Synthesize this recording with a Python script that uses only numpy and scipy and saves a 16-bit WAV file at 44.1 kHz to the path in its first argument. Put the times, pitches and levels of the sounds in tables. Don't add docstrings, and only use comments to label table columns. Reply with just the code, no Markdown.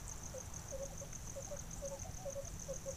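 import sys
import numpy as np
from scipy import signal
from scipy.fft import rfft, irfft
from scipy.io import wavfile

SR = 44100
rng = np.random.default_rng(int(sys.argv[2]) if len(sys.argv) > 2 else 0)


def inscribe(sig):
    pcm = np.round(np.clip(np.atleast_2d(sig).T, -1, 1) * 32767)
    wavfile.write(sys.argv[1], SR, pcm.astype(np.int16))


N = 130536


def from_db(db):
    return 10 ** (np.asarray(db) / 20)


def rms_one(x):
    return x / np.sqrt(np.mean(x ** 2) + 1e-20)


def drift(rate_hz, size):
    pole = np.exp(-2 * np.pi * rate_hz / SR)
    lead_in = SR // 4
    slow = signal.lfilter([1], [1, -2 * pole, pole * pole], rng.standard_normal(size + lead_in))
    return rms_one(slow)[-size:]


def coloured(x, spectrum):
    table_hz, table_db = np.transpose(spectrum)
    hz = np.maximum(np.fft.rfftfreq(N, 1 / SR), 1)
    gain = from_db(np.interp(np.log(hz), np.log(table_hz), table_db))
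    return rms_one(irfft(rfft(x) * gain, N))


def noise(spectrum):
    return coloured(rng.standard_normal(N), spectrum)


def in_time(rows):
    return np.interp(np.arange(N) / SR, *np.transpose(rows))


def add(out, start, sound):
    i = max(int(start * SR), 0)
    out[i:i + len(sound)] += sound[:max(N - i, 0)]


def envelope(t, attack, release):
    rise = np.sin(np.pi / 2 * np.clip(t / attack, 0, 1))
    fall = np.sin(np.pi / 2 * np.clip((t[-1] - t) / release, 0, 1))
    return rise * fall


def tone(hz, wobble, rough, rate_hz, second_db=-80):
    unsteady_hz = hz * (1 + wobble * drift(rate_hz, len(hz)))
    phase = 2 * np.pi * (np.cumsum(unsteady_hz) / SR + rng.random())
    wave = np.sin(phase) + from_db(second_db) * np.sin(2 * phase)
    return wave * (1 + rough * drift(rate_hz, len(hz)))


# (f/Hz, relative level/dB)
AIR_COLOUR = [(12, 4.5), (28, .5), (42, .5), (60, -3), (100, -4.5), (160, -5.5), (220, -12.5), (320, -16.3),
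              (500, -17.3), (750, -19), (1000, -23), (1500, -24), (2500, -27.7), (4500, -30.4), (9000, -32),
              (15000, -34.5)]
AIR_DB = -50.75
# (t/s, level/dB)
WASH_LEVEL = [(0, -64), (.45, -63.5), (.64, -60.5), (.8, -67), (1.25, -68.5), (1.6, -65), (1.8, -69),
              (2.2, -71), (2.96, -68.5)]
# (f/Hz, relative level/dB)
WASH_COLOUR = [(300, -19.5), (600, -5.5), (850, -1.5), (1200, -4.5), (1500, -7), (2200, -19), (4000, -30)]
# (f/Hz, level/dB)
HUM_TONES = [(42, -59), (89, -63), (120, -63), (162, -63), (180, -68.5), (243, -73)]
HUM_PITCH_WOBBLE, HUM_WAVER, HUM_WAVER_HZ = .01207, .6, 5.94


def background():
    hum = np.zeros(N)
    for hz, db in HUM_TONES:
        hum_tone = tone(np.full(N, hz), HUM_PITCH_WOBBLE, HUM_WAVER, HUM_WAVER_HZ)
        hum += from_db(db) * rms_one(hum_tone)
    air = from_db(AIR_DB) * noise(AIR_COLOUR)
    wash = from_db(in_time(WASH_LEVEL)) * noise(WASH_COLOUR)
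    return air + wash + hum


STRAYS_PER_S, STRAY_SPREAD_DB, STRAY_RING_S, STRAY_DB = 200, 5, .0006, -65
STRAY_LOW_HZ, STRAY_HIGH_HZ = 5670, 7620


def stray_clicks():
    out, t = np.zeros(N), np.arange(SR // 100) / SR
    for when, pitch, size in rng.random((int(STRAYS_PER_S * N / SR), 3)):
        hz = STRAY_LOW_HZ + pitch * (STRAY_HIGH_HZ - STRAY_LOW_HZ)
        gain = from_db(STRAY_SPREAD_DB * min(-np.log(size), 3))
        ring = t * np.exp(-t / STRAY_RING_S) * np.sin(2 * np.pi * hz * t)
        add(out, when * N / SR, gain * ring)
    return from_db(STRAY_DB) * rms_one(out)


# (f/Hz, relative level/dB)
CHORUS_COLOUR = [(4500, -32), (5300, -10.5), (5750, -.5), (6120, 4), (6600, -3), (7200, -6.5),
                 (8000, -12.5), (9300, -19), (12000, -39)]
# (t/s, level/dB)
CHORUS_SWELL = [(0.02, -58.5), (0.41, -57.5), (0.79, -61.5), (1.22, -58.5), (1.65, -60.5), (1.95, -58),
                (2.26, -61.5), (2.35, -61.5), (2.64, -58.5), (2.95, -58)]
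CHORUS_FOLLOWS = .8
CHORUS_DB, CHORUS_FLUTTER_DB, CHORUS_SWELL_DB = -60.8, 2.3, 1.1
TRILL_HZ, TRILL_DRIFT_HZ, TRILL_DB = 9820, 53, -80.5


def chorus():
    swell_db = in_time(CHORUS_SWELL)
    swell_db = CHORUS_FOLLOWS * (swell_db - swell_db.mean()) + CHORUS_SWELL_DB * drift(11, N)
    flutter_db = CHORUS_FLUTTER_DB * drift(100, N)
    band = from_db(CHORUS_DB + flutter_db) * noise(CHORUS_COLOUR)
    trill = drift(TRILL_DRIFT_HZ, N) * np.sin(2 * np.pi * TRILL_HZ * np.arange(N) / SR)
    return from_db(swell_db) * (band + stray_clicks()) + from_db(TRILL_DB) * rms_one(trill)


# (centre t/s, half length t/s, level/dB)
RUSTLES = [(.087, .012, -54), (.35, .015, -60), (.463, .012, -63), (.603, .01, -62), (.66, .012, -63),
           (1.25, .018, -63.5), (1.36, .022, -61), (1.635, .015, -64), (1.777, .028, -59.5),
           (1.935, .035, -63.5), (2.425, .012, -64), (2.515, .022, -63)]
# (f/Hz, relative level/dB)
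RUSTLE_COLOUR = [(3000, -24), (5500, -29), (7000, 0), (8200, -6.5), (10000, -27.5), (15000, -24)]
CRACKLES_PER_S, CRACKLE_SPREAD_DB = 2500, 3


def rustles():
    t, stir = np.arange(N) / SR, np.zeros(N)
    for centre, half, db in RUSTLES:
        stir += from_db(db) * np.exp(-.5 * ((t - centre) / half) ** 2)
    sizes = from_db(CRACKLE_SPREAD_DB * np.minimum(rng.exponential(1, N), 3))
    signed_sizes = sizes * rng.choice([-1, 1], N)
    crackles = signed_sizes * (rng.random(N) < CRACKLES_PER_S / SR)
    return stir * coloured(crackles, RUSTLE_COLOUR)


# (t/s, f/Hz, half width as a share of f, decay t/s, level/dB)
TICKS = [(.0803, 7350, .11, .0013, -38.5), (.0905, 7700, .12, .002, -51), (.142, 4800, .15, .0012, -55),
         (.180, 7050, .07, .0016, -47), (.296, 5220, .05, .0018, -49), (.4602, 7600, .12, .0013, -48.5),
         (.5952, 6500, .25, .0014, -46), (.840, 7600, .12, .001, -52), (1.048, 2800, .3, .006, -59),
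         (1.1295, 1660, .25, .0025, -49), (1.2343, 7400, .15, .0012, -49), (1.27, 1000, .18, .004, -52),
         (1.320, 7600, .07, .0016, -49), (1.374, 7800, .14, .0012, -50), (1.4885, 5400, .2, .0011, -51),
         (1.567, 1450, .12, .006, -54), (1.609, 4000, .12, .005, -58), (1.6147, 7350, .06, .002, -50),
         (1.737, 8000, .15, .0012, -51), (1.7833, 8200, .1, .0012, -51), (1.8495, 4700, .13, .0016, -52),
         (1.8834, 7500, .13, .0012, -42.5), (1.992, 5100, .1, .0016, -51), (2.0329, 7300, .14, .0015, -47),
         (2.033, 2550, .3, .0014, -50.5), (2.1375, 5050, .08, .0015, -53), (2.2255, 4900, .14, .0012, -54),
         (2.4805, 2500, .4, .002, -54), (2.488, 5100, .07, .0016, -52), (2.504, 8700, .16, .0012, -52),
         (2.539, 7350, .09, .0018, -49), (2.6073, 7350, .06, .0014, -51), (2.7142, 6900, .15, .0014, -48),
         (2.9068, 7400, .13, .0012, -45.5)]
TICK_BODY_DB = -24


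def ticks():
    out, t = np.zeros(N), np.arange(SR // 40) / SR
    for start, hz, width, decay, db in TICKS:
        fade = np.exp(-t / decay)
        snap = rng.standard_normal(len(t)) * fade
        edges = np.clip([hz * (1 - width), hz * (1 + width)], 100, .45 * SR)
        band_filter = signal.butter(2, edges, "band", fs=SR, output="sos")
        ring = rms_one(signal.sosfilt(band_filter, snap)) * np.sqrt(np.mean(fade ** 2))
        add(out, start, from_db(db) * (ring + from_db(TICK_BODY_DB) * snap))
    return out


# (long pulse t/s, lead of the short pulse t/s, relative level/dB)
CHIRPS = [(0.1139, 0.0229, 0.9), (0.2559, 0.0239, -0.3), (0.402, 0.0234, 0.1), (0.5601, 0.0235, 0.6),
          (0.7066, 0.0236, -0.0), (0.8535, 0.0241, -0.2), (0.9992, 0.0234, -0.0), (1.1502, 0.0237, 0.7),
          (1.296, 0.0234, 0.2), (1.4456, 0.0229, -0.6), (1.5902, 0.0237, 0.6), (1.731, 0.0233, -0.5),
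          (1.876, 0.0232, 0.4), (2.0169, 0.0234, 0.4), (2.1682, 0.0268, -3.1), (2.3224, 0.0217, -0.7),
          (2.4713, 0.0223, 0.0), (2.6167, 0.0236, 0.5), (2.7588, 0.0239, 0.5), (2.9075, 0.0235, 0.4)]
# (length t/s, first f/Hz, last f/Hz, attack t/s, level/dB before the chirp's own)
SHORT_FIRST = (.0042, 6560, 6380, .0017, -46.5)
SHORT_SECOND = (.0046, 6270, 5960, .002, -42.3)
LONG_FIRST = (.0068, 6620, 6430, .0015, -42)
LONG_SECOND = (.0044, 6290, 5960, .0017, -40.8)
SHORT_CATCH_S, LONG_CATCH_S = .0034, .0064
STROKE_RELEASE_S, STROKE_SPREAD_DB = .0016, .6
WING_WOBBLE, WING_ROUGH = .0094, .11


def cricket():
    out = np.zeros(N)
    for start, lead, chirp_db in CHIRPS:
        strokes = [(-lead, SHORT_FIRST), (SHORT_CATCH_S - lead, SHORT_SECOND),
                   (0, LONG_FIRST), (LONG_CATCH_S, LONG_SECOND)]
        for offset, (length, first_hz, last_hz, attack, db) in strokes:
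            t = np.arange(int(length * SR)) / SR
            pitch = np.linspace(first_hz, last_hz, len(t))
            stroke = tone(pitch, WING_WOBBLE, WING_ROUGH, 900)
            gain = from_db(chirp_db + db + STROKE_SPREAD_DB * rng.normal())
            add(out, start + offset, gain * stroke * envelope(t, attack, STROKE_RELEASE_S))
    return out


# (start t/s, length t/s, top f/Hz, rise f/Hz, fall f/Hz, level/dB)
FAR_CALLS = [(.115, .035, 896, 70, 50, -59), (.817, .028, 786, 40, 20, -56),
             (.893, .028, 790, 20, 90, -55.5), (1.025, .033, 845, 40, 30, -60),
             (1.395, .022, 720, 50, 50, -57), (1.465, .028, 770, 60, 30, -53),
             (1.76, .025, 808, 40, 20, -56), (1.897, .087, 895, 50, 180, -54.5),
             (2.042, .026, 640, 60, 0, -52.5), (2.028, .08, 761, 100, 60, -55),
             (2.163, .122, 762, 95, 80, -56), (2.452, .03, 676, 30, 50, -55)]
FAR_WOBBLE, FAR_ROUGH = .014, .28


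def far_calls():
    out = np.zeros(N)
    for start, length, top_hz, rise_hz, fall_hz, db in FAR_CALLS:
        t = np.arange(int(length * SR)) / SR
        arch = 2 * t / length - 1
        pitch = top_hz - np.where(arch < 0, rise_hz, fall_hz) * arch ** 2
        voice = tone(pitch, FAR_WOBBLE, FAR_ROUGH, 91, second_db=-26)
        add(out, start, from_db(db) * voice * envelope(t, .45 * length, .3 * length))
    return out


# (t/s, peak level/dB)
BUMPS = [(.254, -45), (.307, -42), (.48, -42), (.572, -45), (1.168, -45), (1.607, -41), (1.783, -44),
         (2.005, -43), (2.029, -40), (2.097, -39), (2.148, -43), (2.448, -45), (2.54, -41), (2.938, -42)]
BUMP_WIDTH_S = .003


def bumps():
    out, t = np.zeros(N), np.arange(N) / SR
    for when, db in BUMPS:
        q = np.minimum(((t - when) / BUMP_WIDTH_S) ** 2, 100)
        out -= from_db(db) * (1 - q) * np.exp(-q / 2)
    return out


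# (start t/s, length t/s, pitch f/Hz, fall over the note f/Hz (negative rises),
# opening offset f/Hz, closing offset f/Hz, attack as a share of the length, level/dB)
HOOTS = [(.334, .057, 502, -5, 165, 15, .34, -44), (.713, .056, 530, 10, 180, 0, .54, -41),
         (.786, .064, 553, 6, -55, 5, .6, -40.4), (.915, .026, 566, 30, -6, 0, .8, -49.5),
         (1.012, .033, 566, -30, -20, 0, .22, -45), (1.353, .053, 535, 3, 130, 15, .51, -42.2),
         (1.506, .053, 574, 70, 0, 15, .32, -41.4), (1.815, .063, 553, 25, 80, 25, .5, -40),
         (1.901, .055, 546, 18, 10, 15, .65, -41.2), (2.248, .056, 557, 62, 20, 25, .46, -39.2),
         (2.349, .06, 555, 44, -15, 50, .48, -39.2), (2.68, .054, 546, 36, 25, 0, .56, -38.4),
         (2.852, .059, 547, 36, -25, 0, .7, -38.2)]
HOOT_WOBBLE, HOOT_ROUGH, HOOT_SECOND_DB = .011, .09, -25
HOOT_FADE_S, HOOT_RELEASE_S, SETTLE_S = .002, .017, .011


def owl():
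    out = np.zeros(N)
    for start, length, hz, fall_hz, opening_hz, closing_hz, attack_share, db in HOOTS:
        t = np.arange(int((length + HOOT_FADE_S) * SR)) / SR
        pitch = hz + fall_hz * (.5 ** 2 - (t / length) ** 2)
        pitch += opening_hz * np.exp(-t / SETTLE_S)
        pitch += closing_hz * np.exp((t - t[-1]) / SETTLE_S)
        voice = tone(pitch, HOOT_WOBBLE, HOOT_ROUGH, 90, second_db=HOOT_SECOND_DB)
        add(out, start, from_db(db) * voice * envelope(t, attack_share * length, HOOT_RELEASE_S))
    return out


# (delay t/s, level/dB)
ECHOES = [(.0236, -25), (.0329, -16.5), (.051, -29)]


def owl_echoes(hoots):
    out = np.zeros(N)
    for delay, db in ECHOES:
        add(out, delay, from_db(db) * hoots)
    return out


THICKET_T60_S = .2
OWL_WET_DB, CRICKET_WET_DB, FAR_WET_DB = -20, -12, -10


def thicket(x):
    t = np.arange(SR // 2) / SR
    decay = from_db(-60 * t / THICKET_T60_S)
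    build_up = 1 - np.exp(-t / .0033)
    tail = rng.standard_normal(len(t)) * decay * build_up
    return signal.fftconvolve(x, tail / np.sqrt(np.sum(tail ** 2)))[:N]


def scene():
    night = background() + chorus()
    foliage = rustles() + ticks()
    chirps, far, hoots = cricket(), far_calls(), owl()
    scattered = from_db(OWL_WET_DB) * hoots + from_db(CRICKET_WET_DB) * chirps + from_db(FAR_WET_DB) * far
    out = night + foliage + chirps + far + bumps() + hoots
    out += owl_echoes(hoots) + thicket(scattered)
    return out[None]


CUTOFF_HZ = 15250


def record(dry):
    low_pass = signal.ellip(12, .1, 80, CUTOFF_HZ, fs=SR, output="sos")
    return signal.sosfilt(low_pass, dry)


dry = scene()
out = record(dry)
inscribe(out)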